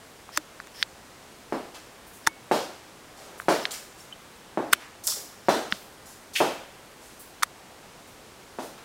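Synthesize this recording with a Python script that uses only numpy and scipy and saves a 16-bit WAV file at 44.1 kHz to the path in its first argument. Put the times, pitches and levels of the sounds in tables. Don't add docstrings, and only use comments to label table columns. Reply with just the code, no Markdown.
import sys
import numpy as np
from scipy import signal
from scipy.fft import rfft, irfft
from scipy.io import wavfile
from scipy.ndimage import uniform_filter1d

SR = 44100
rng = np.random.default_rng(int(sys.argv[2]) if len(sys.argv) > 2 else 0)


def bounce(signal):
    frames = np.transpose(np.atleast_2d(signal))
    limited = np.clip(frames, -1, 1)
    pcm = np.round(limited * 32767).astype(np.int16)
    wavfile.write(sys.argv[1], SR, pcm)


def volts_from_db(level):
    exponent = np.asarray(level, float) / 20
    return 10 ** exponent


N = 389844

# pitch_hz, level_db (per Hz)
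AIR_COLOUR = [(12, -38), (20, -9), (53, -5), (377, -3), (825, -5), (3340, -14), (8410, -18.5), (16000, -28)]

# start_s, peak_db, shell_hz, upper_shell_db, upper_shell_hz
CASE_TICKS = [(0.291, -32, 988, -24, 2970), (0.601, -23.5, 1500, -11, 5500), (0.827, -9.5, 2020, 6.5, 4170),
              (3.4, -20.5, 1490, -23, 3000), (3.419, -35, 1430, -8, 3630), (3.654, -16.5, 1840, 8, 3600),
              (4.735, -13, 2000, 8.5, 3130), (4.952, -40, 1370, -19, 3790), (5.123, -31, 1190, 6.5, 4330),
              (5.724, -10, 1750, 2, 3500), (7.424, -17, 1440, -13, 3140)]
# start_s, stop_s, level_db (halfway through)
CASE_CREAKS = [
    (0.316, 0.379, -45),
    (0.733, 0.824, -46.5),
    (2.223, 2.27, -59),
    (3.603, 3.645, -46),
    (4.715, 4.724, -44),
    (5.425, 5.478, -58),
    (5.7, 5.72, -47),
]
# pitch_hz, width_hz, level_db
CREAK_TONES = [(1820, 230, 0), (3120, 690, -5), (5300, 390, 3.5), (8800, 660, -9), (13000, 8700, -17)]
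# start_s, level_db, pitch_hz, fade_s (time to fall 60 dB)
PART_RINGS = [(0.3625, -24, 6300, 0.018), (.376, -26.5, 587, 0.033), (0.376, -33, 309, 0.12),
              (.758, -46, 10800, .02), (2.274, -19, 152, 0.0095), (2.272, -10, 912, 0.028),
              (2.274, -35.5, 317, 0.12), (2.277, -26, 10200, 0.024), (2.285, -45, 2220, 0.46),
              (4.004, -42, 5450, .05), (4.125, -28.5, 3050, 0.038), (4.736, -26, 243, 0.017),
              (4.737, -50, 12900, 0.091), (4.739, -50, 10200, 0.07), (5.725, -26, 202, 0.05),
              (7.435, -22, 10200, 0.02)]
# start_s, peak_db, crackle_db, top_crackle_db, early_s (crackle leads the snap)
CASE_SNAPS = [
    (0.375, -6, -2.5, -10.5, 0.0049),
    (0.672, -35, -1.5, -9, 0.0072),
    (2.273, 1.5, -4, -16, 0.0076),
    (4.733, 8, -8, -8, 0.0062),
    (7.433, -1, -5.5, -10, .0075),
]
# pitch_hz, width_hz, level_db
SHELL_TONES = [(1003, 640, -4.5), (1333, 845, 2), (2080, 780, -2), (3610, 320, -7)]
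# pitch_hz, width_hz
CRACKLE_BAND = (5730, 3100)
# pitch_hz, width_hz, level_db
TOP_CRACKLE_TONES = [(9100, 1600, 14), (10200, 120, 6), (12900, 2800, 13.5)]

# pitch_hz, fade_s (time to fall 60 dB)
WALL_FADES = [(250, 0.53), (700, 0.58), (2000, 0.74), (5000, 0.67), (11000, 0.63)]
# start_s, peak_db, thud_db, edge_db, grit_db
HEEL_STRIKES = [
    (1.523, -19, -11, -3, -17),
    (2.512, -10, -18, -3.5, -10),
    (3.483, -9.5, -19, 1.5, -9),
    (4.573, -15.5, -11.5, -10, -26),
    (5.484, -8, -18, 0, -10.5),
    (6.403, -12, -42, -2, -14.5),
    (6.406, -11.5, -19, -14, -15),
    (8.586, -23.5, -15.5, -7, -9.5),
]
# pitch_hz, width_hz, level_db
SLAB_TONES = [(211.4, 61, 2.5), (384, 140, 7.5), (142, 55, -6.5)]
# pitch_hz, width_hz
HEEL_BLOCK = (708, 480)
# pitch_hz, width_hz
HEEL_TIP = (1700, 2200)
# pitch_hz, width_hz
SAND_BAND = (3370, 2770)

# start_s, level_db, pitch_hz, length_s
SOLE_SKIDS = [(1.738, -50, 895, 0.037), (1.744, -49, 3700, 0.029), (2.065, -56.5, 11000, 0.034),
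              (2.131, -55, 8800, .046), (3.161, -57.5, 5330, .12), (3.167, -54, 540, 0.25),
              (3.707, -37.5, 3870, 0.01), (3.726, -43.5, 1500, 0.025), (4.745, -40, 2160, 0.0064),
              (5.034, -40.5, 6940, 0.076), (5.069, -39, 11500, 0.014), (5.07, -42, 880, .022),
              (5.726, -48, 3460, 0.043), (6.053, -53.5, 6850, 0.085), (6.333, -43.5, 5700, 0.033),
              (8.07, -60, 10000, 0.033), (3.715, -45.5, 12600, 0.032), (5.24, -60, 13000, .013),
              (7.193, -49, 12050, 0.03)]
# start_s, level_db, pitch_hz, length_s
SOLE_BRUSHES = [
    (3.362, -52.5, 9000, 0.033),
    (3.955, -55, 6700, 0.052),
    (4.784, -46.5, 1280, .035),
    (5.144, -47, 584, 0.031),
    (5.707, -59, 12000, 0.1),
    (6.367, -39, 9000, .02),
    (6.949, -58.5, 7000, 0.12),
    (8.597, -53.5, 9000, 0.049),
    (8.772, -49.5, 1190, 0.013),
]
# start_s, level_db, pitch_hz, width_hz, length_s
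SOLE_RASPS = [
    (3.713, -33.5, 7500, 1400, 0.0052),
    (3.73, -37, 5360, 2200, 0.011),
    (5.069, -17.5, 9900, 9000, 0.0013),
    (5.072, -19, 5570, 3000, 0.003),
    (5.079, -29, 6360, 4000, .0035),
    (5.085, -31.5, 5200, 1990, 0.016),
    (6.347, -23, 2600, 1300, 0.015),
]

SLIP_MIDDLE_S = 1 / 50
SLIP_TIME = np.arange(SR // 25) / SR - SLIP_MIDDLE_S
SLIP = np.exp(-0.5 * (SLIP_TIME / 0.00006) ** 2)


def reson(x, hz, width):
    hz = min(hz, 0.4 * SR)
    return signal.lfilter(*signal.iirpeak(hz, max(hz / width, 0.6), fs=SR), x)


def body(x, modes):
    return sum((-1) ** k * volts_from_db(db) * reson(x, hz, width) for k, (hz, width, db) in enumerate(modes))


def above(x, hz, order):
    return signal.sosfilt(signal.butter(order, hz, "high", fs=SR, output="sos"), x)


def unit(x):
    return x / np.abs(x).max()


def add(out, s, x):
    i = int(s * SR)
    out[i:i + len(x)] += x[:len(out) - i]


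def grit(size, spread_db):
    strength = np.minimum(rng.exponential(size=size), 3)
    x = rng.standard_normal(size) * volts_from_db(spread_db * strength)
    return x / np.std(x)


def air():
    level_db = -49
    f = np.arange(1, N // 2 + 2) * SR / N
    pitch_hz, colour_db = np.array(AIR_COLOUR).T
    colour = volts_from_db(np.interp(np.log(f), np.log(pitch_hz), colour_db))
    noise = colour * rfft(rng.standard_normal(N))
    octave = np.log2(f).astype(int)
    out = np.zeros(N)
    for k in range(2, 15):
        swell_db = 0.5 * np.interp(np.arange(N), np.linspace(0, N, 40), rng.standard_normal(40))
        out += irfft(noise * (octave == k), N) * volts_from_db(swell_db)
    return volts_from_db(level_db) * out / np.std(out)


def case_ticks():
    out, t = np.zeros(N), SLIP_TIME
    rattle_fade_s = 0.016
    for s, db, shell_hz, upper_db, upper_hz in CASE_TICKS:
        fade = volts_from_db(-13 - 60 * np.abs(t) / rattle_fade_s) * (t > 0)
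        blow = SLIP + fade * reson(grit(len(t), spread_db=3), 2500, 3500)
        shell = [(shell_hz, 0.5 * shell_hz, -0.5), (0.868 * shell_hz, 0.676 * shell_hz, -3)]
        tick = unit(above(body(blow, shell), 1470, order=2))
        upper = reson(blow, upper_hz, 0.7 * upper_hz)
        upper = reson(upper, upper_hz, 0.7 * upper_hz)
        tick += volts_from_db(upper_db) * unit(upper)
        tick -= above(tick, 6300, order=2)
        add(out, s - SLIP_MIDDLE_S, volts_from_db(db) * tick)
    return out


def case_creaks():
    out = np.zeros(N)
    for start, stop, db in CASE_CREAKS:
        strain = np.linspace(0, 1, int((stop - start) * SR))
        rub = body(grit(len(strain), spread_db=8), CREAK_TONES)
        loudness = volts_from_db(db - 13 * (0.5 - strain)) * np.clip(6 * strain, 0, 1)
        add(out, start, loudness * rub / np.std(rub))
    return out


def part_rings():
    out, t = np.zeros(N), np.arange(SR // 5) / SR
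    for s, db, hz, fade_s in PART_RINGS:
        pair = np.sin(2 * np.pi * hz * t) + 0.14 * np.sin(2 * np.pi * 0.51 * hz * t)
        rise = np.clip(t / 0.0015, 0, 1)
        add(out, s, volts_from_db(db - 60 * t / fade_s) * rise * pair)
    return out


def case_snaps():
    out, t = np.zeros(N), SLIP_TIME
    for s, db, crackle_db, top_db, early in CASE_SNAPS:
        build = np.clip((t + early) / early, 0, 1) ** 0.5 * (t > -early)
        run = volts_from_db(-12.5) * build * np.exp(-np.clip(t, 0, 1) / 0.0036)
        swell = run + np.exp(-np.abs(t + 0.000423) / 0.00048)
        blow = SLIP + 0.5 * run * grit(len(t), spread_db=-5.5)
        snap = unit(above(body(blow, SHELL_TONES), 330, order=1))
        snap += volts_from_db(crackle_db) * unit(reson(swell * grit(len(t), spread_db=6.5), *CRACKLE_BAND))
        snap += volts_from_db(top_db) * unit(body(swell * grit(len(t), spread_db=-8), TOP_CRACKLE_TONES))
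        add(out, s - SLIP_MIDDLE_S, volts_from_db(db) * snap)
    return out


def walls(x):
    t = np.arange(SR // 2) / SR
    pitch_hz = np.array(WALL_FADES)[:, 0]
    edges = np.sqrt(pitch_hz[1:] * pitch_hz[:-1])
    noise = rfft(rng.standard_normal(len(t)))
    f = np.arange(len(t) // 2 + 1) * SR / len(t)
    band = np.searchsorted(edges, f)
    tail = np.zeros(len(t))
    for k, (_, fade_s) in enumerate(WALL_FADES):
        tail += irfft(noise * (band == k), len(t)) * volts_from_db(-60 * t / fade_s)
    tail *= np.clip((t - 0.0025) / 0.00072, 0, 1)
    tail *= 1 + 1.4 * np.exp(-t / 0.12)
    return signal.fftconvolve(x, tail / np.sqrt(np.sum(tail ** 2)))


def heels():
    out, t = np.zeros(N), np.arange(SR // 4) / SR
    contact_s, delay_s = 0.00012, 0.001
    sole_lag_s, sole_drop_s, crunch_s = 0.00036, 0.0014, 0.046
    counter_lag_s, counter_db, walls_db = 0.0054, -4, 5
    push = -(t / contact_s) ** 2 * np.exp(-t / contact_s)
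    for s, db, thud_db, edge_db, grit_db in HEEL_STRIKES:
        knock = unit(reson(push, *HEEL_BLOCK))
        knock -= volts_from_db(thud_db + 5.5) * unit(body(push, SLAB_TONES))
        knock += volts_from_db(edge_db - 2) * unit(reson(push, *HEEL_TIP))
        knock = above(knock, 115, order=3)
        lowers_s = sole_drop_s * volts_from_db(-edge_db)
        sole = np.clip((t - sole_lag_s) / lowers_s, 0, 1) * np.exp(-t / (crunch_s + lowers_s))
        crunch = above(reson(grit(len(t), spread_db=7.5), *SAND_BAND), 2400, order=2)
        step = volts_from_db(db + 1.46) * (knock + volts_from_db(grit_db - 7) * sole * crunch)
        add(out, s + delay_s, step)
        add(out, s + delay_s + counter_lag_s, volts_from_db(counter_db) * step)
        add(out, s + delay_s, volts_from_db(walls_db) * walls(step))
    return out


def scuffs():
    out, t = np.zeros(N), np.arange(SR // 2) / SR

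    def broad(hz):
        return min(0.87 * hz, 9000)

    drags = []
    for s, db, hz, lasts in SOLE_SKIDS:
        drags.append((s, db, hz, broad(hz), 0.00087 + 0.049 * lasts, lasts))
    for s, db, hz, lasts in SOLE_BRUSHES:
        drags.append((s, db, hz, broad(hz), 0.72 * lasts, lasts))
    for s, db, hz, width, lasts in SOLE_RASPS:
        drags.append((s, db, hz, width, lasts, lasts))
    for s, db, hz, width, rise, lasts in drags:
        pressure = np.clip(t / rise, 0, 1) ** 2 * np.exp(-(t / (rise + lasts)) ** 3)
        sand = grit(len(t), spread_db=3)
        slide = above(reson(sand, hz, width), 0.62 * hz, order=4)
        scuff = volts_from_db(db + 2) * pressure * slide / np.std(slide)
        add(out, s, scuff)
        add(out, s, volts_from_db(0.5) * walls(scuff))
    return out


def scene():
    case = case_ticks() + case_creaks() + part_rings() + case_snaps()
    return (air() + case + heels() + scuffs())[None]


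def roll_off(x):
    return signal.sosfilt(signal.butter(12, 16980, fs=SR, output="sos"), x)


def record(dry):
    recovery_s, ceiling = 0.13, 0.72
    over = np.clip(uniform_filter1d(np.abs(dry), size=64) - 0.12, 0, None)
    keep = np.exp(-1 / (recovery_s * SR))
    held = signal.lfilter([1 - keep], [1, -keep], over)
    ducked = dry / (1 + 25 * held)
    rounded = ceiling * np.tanh(ducked / ceiling)
    dulled = signal.sosfilt(signal.ellip(6, 0.3, 40, 15700, fs=SR, output="sos"), rounded)
    return roll_off(dulled)


dry = scene()
out = record(dry)
bounce(out)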